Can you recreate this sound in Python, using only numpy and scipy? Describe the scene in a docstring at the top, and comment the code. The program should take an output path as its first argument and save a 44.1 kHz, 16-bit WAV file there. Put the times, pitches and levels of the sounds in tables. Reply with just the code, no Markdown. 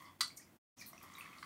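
"""A hand-held citrus press in a small wooden bar: its metal halves click as cracks of noise over ringing modes.
The rind spits and squelches in puffs of crackling band noise over a fizz. Juice trickles into a metal cup as
random splashes that sound its air column, and drips as damped tones creeping upward. A fridge-like rumble
with a low hum and microphone hiss lies below; the level dips briefly, then the sound is muted for a moment."""
import sys
import numpy as np
from scipy import signal
from scipy.fft import rfft, irfft, next_fast_len
from scipy.io import wavfile
from scipy.ndimage import uniform_filter1d

SR = 44100
rng = np.random.default_rng(int(sys.argv[2]) if len(sys.argv) > 2 else 0)


def wav_out(sig):
    """Save sig, one row per channel (or a flat mono array), as 16-bit PCM at SR to the path in sys.argv[1]."""
    wavfile.write(sys.argv[1], SR, np.round(np.clip(np.atleast_2d(sig).T, -1, 1) * 32767).astype(np.int16))


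def invert_db(level):
    """Linear amplitude ratio for a level in decibels (20 dB per decade), elementwise."""
    return 10 ** (np.asarray(level, dtype=float) / 20)


N = 63945
T = np.arange(N) / SR
TOP_HZ = 15750  # highest bubble pitch, and the band limit of the whole mix
FIRST_WALL_S = 0.008  # delay before the room answers


def unit(x):
    """Scale to rms 1."""
    return x / np.sqrt(np.mean(x ** 2) + 1e-20)


def along(points, hz):
    """Read a curve of (Hz, value) points on a log frequency axis."""
    f, value = np.transpose(points)
    return np.interp(np.log(hz + 1), np.log(f + 1), value)


def filtered(x, response):
    """Filter x by a complex response of frequency."""
    size = next_fast_len(len(x) + 8192)
    spectrum = rfft(x, size) * response(np.fft.rfftfreq(size, 1 / SR))
    return irfft(spectrum, size)[:len(x)]


def add(out, start_s, x):
    """Mix x into out from a start time, cutting what runs past the end."""
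    part = out[round(start_s * SR):][:len(x)]
    part += x[:len(part)]


RING_WANDER = 0.069  # random walk of a mode's phase [radians a sample]
# Modes the metal press rings with: (frequency [Hz], level [dB], t60 [s])
PRESS_MODES = [(678, -11.5, 0.017), (1170, -23, 0.05), (1192, -3.5, 0.0099), (1350, -5.5, 0.011),
               (2007, -12, 0.035), (2955, -19.5, .02), (3510, -15.5, 0.034), (4076, -6, 0.02),
               (4354, -5.5, 0.022), (4500, -15.5, 0.07), (4560, -19, 0.13), (4633, -17.5, 0.08),
               (4750, -16.5, 0.055), (6630, -16.5, 0.011), (8730, -10, 0.0096)]


def press_ring(t, bright_db):
    """Metal modes die away, each with a wandering phase; brightness lifts those over 3 kHz."""
    ring = np.zeros(len(t))
    for hz, db, t60 in PRESS_MODES:
        level = invert_db(db + bright_db * (hz > 3000) - 60 * t / t60)
        wander = RING_WANDER * np.cumsum(rng.standard_normal(len(t)))
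        ring += level * np.sin(2 * np.pi * hz * t + wander)
    return ring


CRACK_DB, CRACK_T60_S, CRACK_TURN_HZ = -0.5, 0.015, 8000  # contact noise against the ring
CLICK_DB, WET_CLICK_DB = -7, -6.5  # trim of all clicks; room tail against the click
LOWEST_HZ = 924  # the small body radiates little below this
# Contacts of the press halves: (time [s], level before the trim [dB], brightness [dB])
CLICKS = [(.2076, -16.5, 1.5), (0.2088, -18.5, 2.5), (0.2122, -23.5, 5.5), (0.2152, -31.5, 9),
          (1.4271, -29, -15), (1.429, -26, -12.5)]


def press():
    """Each contact cracks, rings the press's modes and wakes the room; the small body radiates little bass."""
    out, t = np.zeros(N), T[:SR // 4]
    for start_s, db, bright_db in CLICKS:
        ring = press_ring(t, bright_db)
        noise = filtered(rng.standard_normal(len(t)),
                         lambda f: f / CRACK_TURN_HZ / (1 + (f / CRACK_TURN_HZ) ** 4))
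        # brightness counts double in the crack
        crack = noise * invert_db(CRACK_DB + 2 * bright_db - 60 * t / CRACK_T60_S)
        onset = 1 - np.exp(-t / 0.0003)
        hit = invert_db(db + CLICK_DB) * (ring + crack) * onset
        add(out, start_s, hit)
        add(out, start_s + FIRST_WALL_S, invert_db(WET_CLICK_DB) * signal.fftconvolve(hit, tail()))
    return signal.sosfilt(signal.butter(6, LOWEST_HZ, "high", fs=SR, output="sos"), out)


GRAIN_DB, GRAIN_S = 4.5, 0.001  # how unevenly the hiss jumps, and how long a jump is smoothed
# Tiny bubbles: density, cycles until the envelope term exp(-2 cycle / this) has lost two e-folds,
# spread of strength, level over the hiss
BUBBLES_PER_S, BUBBLE_CYCLES, BUBBLE_SPREAD_DB, BUBBLE_DB = 2500, 5, 2, 1


def crackle(size, hz, octaves):
    """Jumpy band noise with tiny bursting bubbles, damped tones of scattered pitch, on it; rms 1."""
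    jumps = unit(uniform_filter1d(rng.standard_normal(size), max(1, int(GRAIN_S * SR))))
    grains = rng.standard_normal(size) * invert_db(GRAIN_DB * jumps)
    hiss = unit(filtered(grains, lambda f: np.exp(-0.5 * (np.log2((f + 1) / hz) / octaves) ** 2)))

    when, pitch, strength = rng.standard_normal((3, int(BUBBLES_PER_S * size / SR), 1))
    start = (when * SR * SR % size).astype(int)  # wrapped round, so spread evenly
    lag = np.arange(128)
    bubble_hz = np.minimum(hz * 2 ** (octaves * pitch / np.sqrt(2)), TOP_HZ)
    cycle = lag / SR * bubble_hz
    envelope = cycle * np.exp(-2 * cycle / BUBBLE_CYCLES)
    tones = invert_db(BUBBLE_SPREAD_DB * strength) * envelope * np.sin(2 * np.pi * cycle)
    bubbles = np.bincount((start + lag).ravel(), tones.ravel(), size)[:size]
    return unit(hiss + invert_db(BUBBLE_DB) * unit(bubbles))


FIZZ_HZ, FIZZ_OCTAVES = 6000, 1  # centre and width of the fizz
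# Fizz of the pulp under pressure: (time [s], dry rms level [dB])
FIZZ = [(0, -69.5), (.12, -79), (.2, -93), (0.6, -94), (.77, -68.5), (0.949, -73), (1.1, -71.5),
        (1.2, -66.5), (1.301, -71.5), (1.45, -67)]
# Spits of the squeezed rind:
# (crest time [s], dry crest level [dB rms], centre [Hz], width [octaves], rise [s], fall [s])
SPITS = [(.02, -66.5, 13660, 0.6, 0.0031, 0.014), (0.055, -65, 4910, 0.067, 0.0032, 0.011),
         (0.278, -63, 13200, .1, 0.0034, 0.0044), (0.366, -60.5, 8640, 0.083, 0.0015, .003),
         (0.376, -50.5, 6400, 0.33, 0.0045, 0.006), (0.374, -57.5, 12470, 0.17, 0.0047, 0.0057),
         (0.376, -56, 9010, 0.026, 0.0036, 0.015), (.43, -66.5, 5400, 0.14, 0.018, 0.012),
         (0.799, -58.5, 6000, 0.15, 0.013, 0.022), (0.82, -55, 4970, 0.22, 0.0076, 0.013),
         (0.818, -60, 12500, 0.86, 0.014, 0.0096), (0.863, -54, 12200, 0.08, .0008, 0.02),
         (0.863, -53, 15200, 0.054, 0.001, 0.0097), (0.879, -57, 10900, 0.64, 0.002, 0.0025),
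         (.884, -55, 14300, 0.13, 0.0037, 0.012), (.9, -66.5, 8900, 0.13, 0.034, 0.01),
         (1.029, -58, 12580, 0.06, 0.0008, 0.0046), (1.035, -60, 9300, 0.94, 0.0067, 0.0098),
         (1.139, -63, 6500, 0.28, 0.002, 0.011), (1.161, -64, 14500, 0.13, 0.0017, 0.0044),
         (1.187, -59.5, 13000, 0.18, 0.0022, 0.0046), (1.198, -57, 12800, 0.26, 0.0027, 0.0047),
         (1.19, -63.5, 9200, 0.036, 0.0063, 0.029), (1.215, -69, 9500, 0.99, 0.011, 0.0114),
         (1.385, -62, 4500, 0.31, 0.0022, 0.0052), (1.418, -71.5, 8760, 0.17, 0.029, 0.009)]


def spits():
    """Pressed rind spits crackling puffs, a rounded rise then a decay, over the fizz of the pulp."""
    s, db = np.transpose(FIZZ)
    out = invert_db(np.interp(T, s, db)) * crackle(N, FIZZ_HZ, FIZZ_OCTAVES)
    for crest_s, db, hz, octaves, rise, fall in SPITS:
        swell = np.exp(-0.5 * ((T - crest_s) / rise) ** 2)
        decay = np.exp(-np.abs(T - crest_s) / fall)
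        out += invert_db(db) * np.where(T < crest_s, swell, decay) * crackle(N, hz, octaves)
    return out


# Air column of the cup: (frequency before pitch scaling [Hz], width before scaling [Hz], level [dB])
CUP_MODES = [(1155, 336, 4), (2050, 440, -1.5), (3300, 940, -11), (4500, 420, -15)]


def cup_air(hits, pitch, width):
    """Splashes drive the cup's air modes, each a resonance applied twice; pitch moves the first mode most."""
    def response(f):
        total = 0
        for k, (centre, mode_width, db) in enumerate(CUP_MODES):
            mode_hz = centre * pitch ** (1 / (k + 1) ** 2)
            damping = 1j * f * mode_width * width
            resonance = damping / (mode_hz ** 2 - f * f + damping)
            total = total + (-1) ** k * invert_db(db) * resonance ** 2
        return total
    return unit(filtered(hits, response))


SPLASHES_PER_S, SPLASH_SPREAD_DB = 900, 4
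FILLED_S = 0.8  # time the cup takes to fill
# Juice running into the cup: (time [s], dry level [dB])
FLOW = [(0, -62), (0.041, -62), (.1, -62), (.118, -72), (.2, -79), (.4, -78.5), (.56, -87), (0.771, -75),
        (.92, -70.5), (1.0, -70), (1.04, -59), (1.1, -63), (1.14, -58), (1.19, -59), (1.23, -58),
        (1.29, -60), (1.391, -60), (1.41, -82), (1.45, -57)]


def trickle():
    """Dense splashes of uneven size sound the cup's air, which rises and broadens as the cup fills."""
    chance, size = rng.random(N), rng.standard_normal(N)
    sign = rng.choice([-1, 1], N)
    hits = (chance < SPLASHES_PER_S / SR) * invert_db(SPLASH_SPREAD_DB * size) * sign
    empty = cup_air(hits, pitch=0.94, width=0.59)
    full = cup_air(hits, pitch=0.99, width=0.93)
    fill = np.clip(T / FILLED_S, 0, 1) * np.pi / 2
    s, db = np.transpose(FLOW)
    return invert_db(np.interp(T, s, db)) * (np.cos(fill) * empty + np.sin(fill) * full)


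DROP_RISE, DROP_ATTACK = 0.028, 0.1  # pitch gain per decay time; attack as a share of the decay time
# Single drops: (time [s], level before the envelope [dB], starting pitch [Hz], decay time [cycles])
DROPS = [(.049, -52, 2033, 10), (.098, -64, 3300, 30), (0.304, -47.5, 2190, 6.6), (.379, -58.5, 2153, 23),
         (.398, -51.5, 1855, 8.5), (0.419, -53, 2225, 6.3), (.475, -63.5, 2050, 15),
         (.797, -54.5, 2444, 20), (0.813, -42.5, 2300, 12), (.822, -48, 1874, 8.7), (.861, -47, 4190, 7.8),
         (.9315, -44, 1094, 2.6), (.9325, -50.5, 660, 1.9), (.935, -51, 2050, 11),
         (0.9321, -50, 5530, 11.5), (0.979, -48.5, 2510, 8.3), (0.979, -49.5, 5620, 12),
         (1.013, -49, 2290, 4.4), (1.037, -41, 1110, 1.1), (1.152, -46, 3750, 14.5),
         (1.183, -41, 2180, 5.2), (1.187, -47, 1132, 4.5), (1.2091, -35.5, 2524, 5), (1.2577, -45, 2220, 7),
         (1.263, -47.5, 1780, 6.7), (1.3086, -53.5, 2150, 20), (1.331, -46, 2430, 5.1),
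         (1.385, -46.5, 4240, 3.7)]


def drops():
    """Each drop leaves a bubble: a damped tone creeping upward."""
    out = np.zeros(N)
    for start_s, db, hz, cycles in DROPS:
        age = T[:SR // 20] * hz / cycles  # in decay times
        envelope = np.exp(-age) * (1 - np.exp(-age / DROP_ATTACK))
        phase = 2 * np.pi * cycles * (age + DROP_RISE * age * age / 2)
        add(out, start_s, invert_db(db) * envelope * np.sin(phase))
    return out


FLOOR_DB, HUM_HZ, HUM_DB = -64, 92, -77.5  # rms levels of noise and hum
# Colour of rumble and hiss: (frequency [Hz], relative density [dB per Hz])
FLOOR = [(15, -41.5), (28, -24), (55, -10.5), (85, -7.5), (145, -1.5), (240, -2), (330, -3), (400, -12.5),
         (700, -11), (1300, -16.5), (2500, -19.5), (4000, -26.5), (8000, -26), (15500, -24.5)]


def background():
    """Shaped noise makes rumble and hiss; a band of noise a few hertz wide makes a wavering low hum."""
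    noise = unit(filtered(rng.standard_normal(N), lambda f: invert_db(along(FLOOR, f))))
    hum = unit(filtered(rng.standard_normal(N), lambda f: np.exp(-0.5 * ((f - HUM_HZ) / 4) ** 2)))
    return invert_db(FLOOR_DB) * noise + invert_db(HUM_DB) * hum


# Reverberation of the room: (frequency [Hz], t60 [s])
ROOM = [(500, 0.34), (1200, 0.18), (4500, 0.24), (9000, 0.22), (15000, 0.095)]


def tail():
    """One random answer of the room: noise of energy 1 that dies at its own rate in each band."""
    hz, t, z = signal.stft(rng.standard_normal(SR // 2), SR, nperseg=128)
    decay = invert_db(-60 * t / along(ROOM, hz)[:, None])
    x = signal.istft(z * decay, SR, nperseg=128)[1]
    return x / np.linalg.norm(x)


def room(x, wet_db):
    """Dry sound plus the room's tail, drawn anew every tenth of a second."""
    out, step = x.copy(), SR // 10
    for start in range(0, N, step):
        wet = signal.fftconvolve(x[start:start + step], tail())
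        add(out, start / SR + FIRST_WALL_S, invert_db(wet_db) * wet)
    return out


def scene():
    """Press and juice in the room, over the background."""
    return (press() + room(trickle() + drops() + spits(), wet_db=-5.5) + background())[None]


def low_pass(x):
    """Steeply removes everything above 16.5 kHz."""
    return signal.sosfilt(signal.butter(12, 16530, fs=SR, output="sos"), x)


# Overall volume, a brief dip, then a fade to silence and back: (time [s], gain [dB])
VOLUME = [(0, 1), (0.175, -3.5), (0.183, -9.5), (0.193, 0.5), (.568, -2.5), (0.571, -10), (.586, -26.5),
          (0.589, -85), (0.759, -90), (0.763, -33.5), (0.771, -4.5), (.78, 0)]


def record(dry):
    """The volume moves, then a steep low-pass limits the band."""
    s, db = np.transpose(VOLUME)
    moved = dry[0] * invert_db(np.interp(T, s, db))
    mix = filtered(moved, lambda f: 1 / np.sqrt(1 + (f / TOP_HZ) ** 400))
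    return low_pass(mix[None])


dry = scene()
out = record(dry)
wav_out(out)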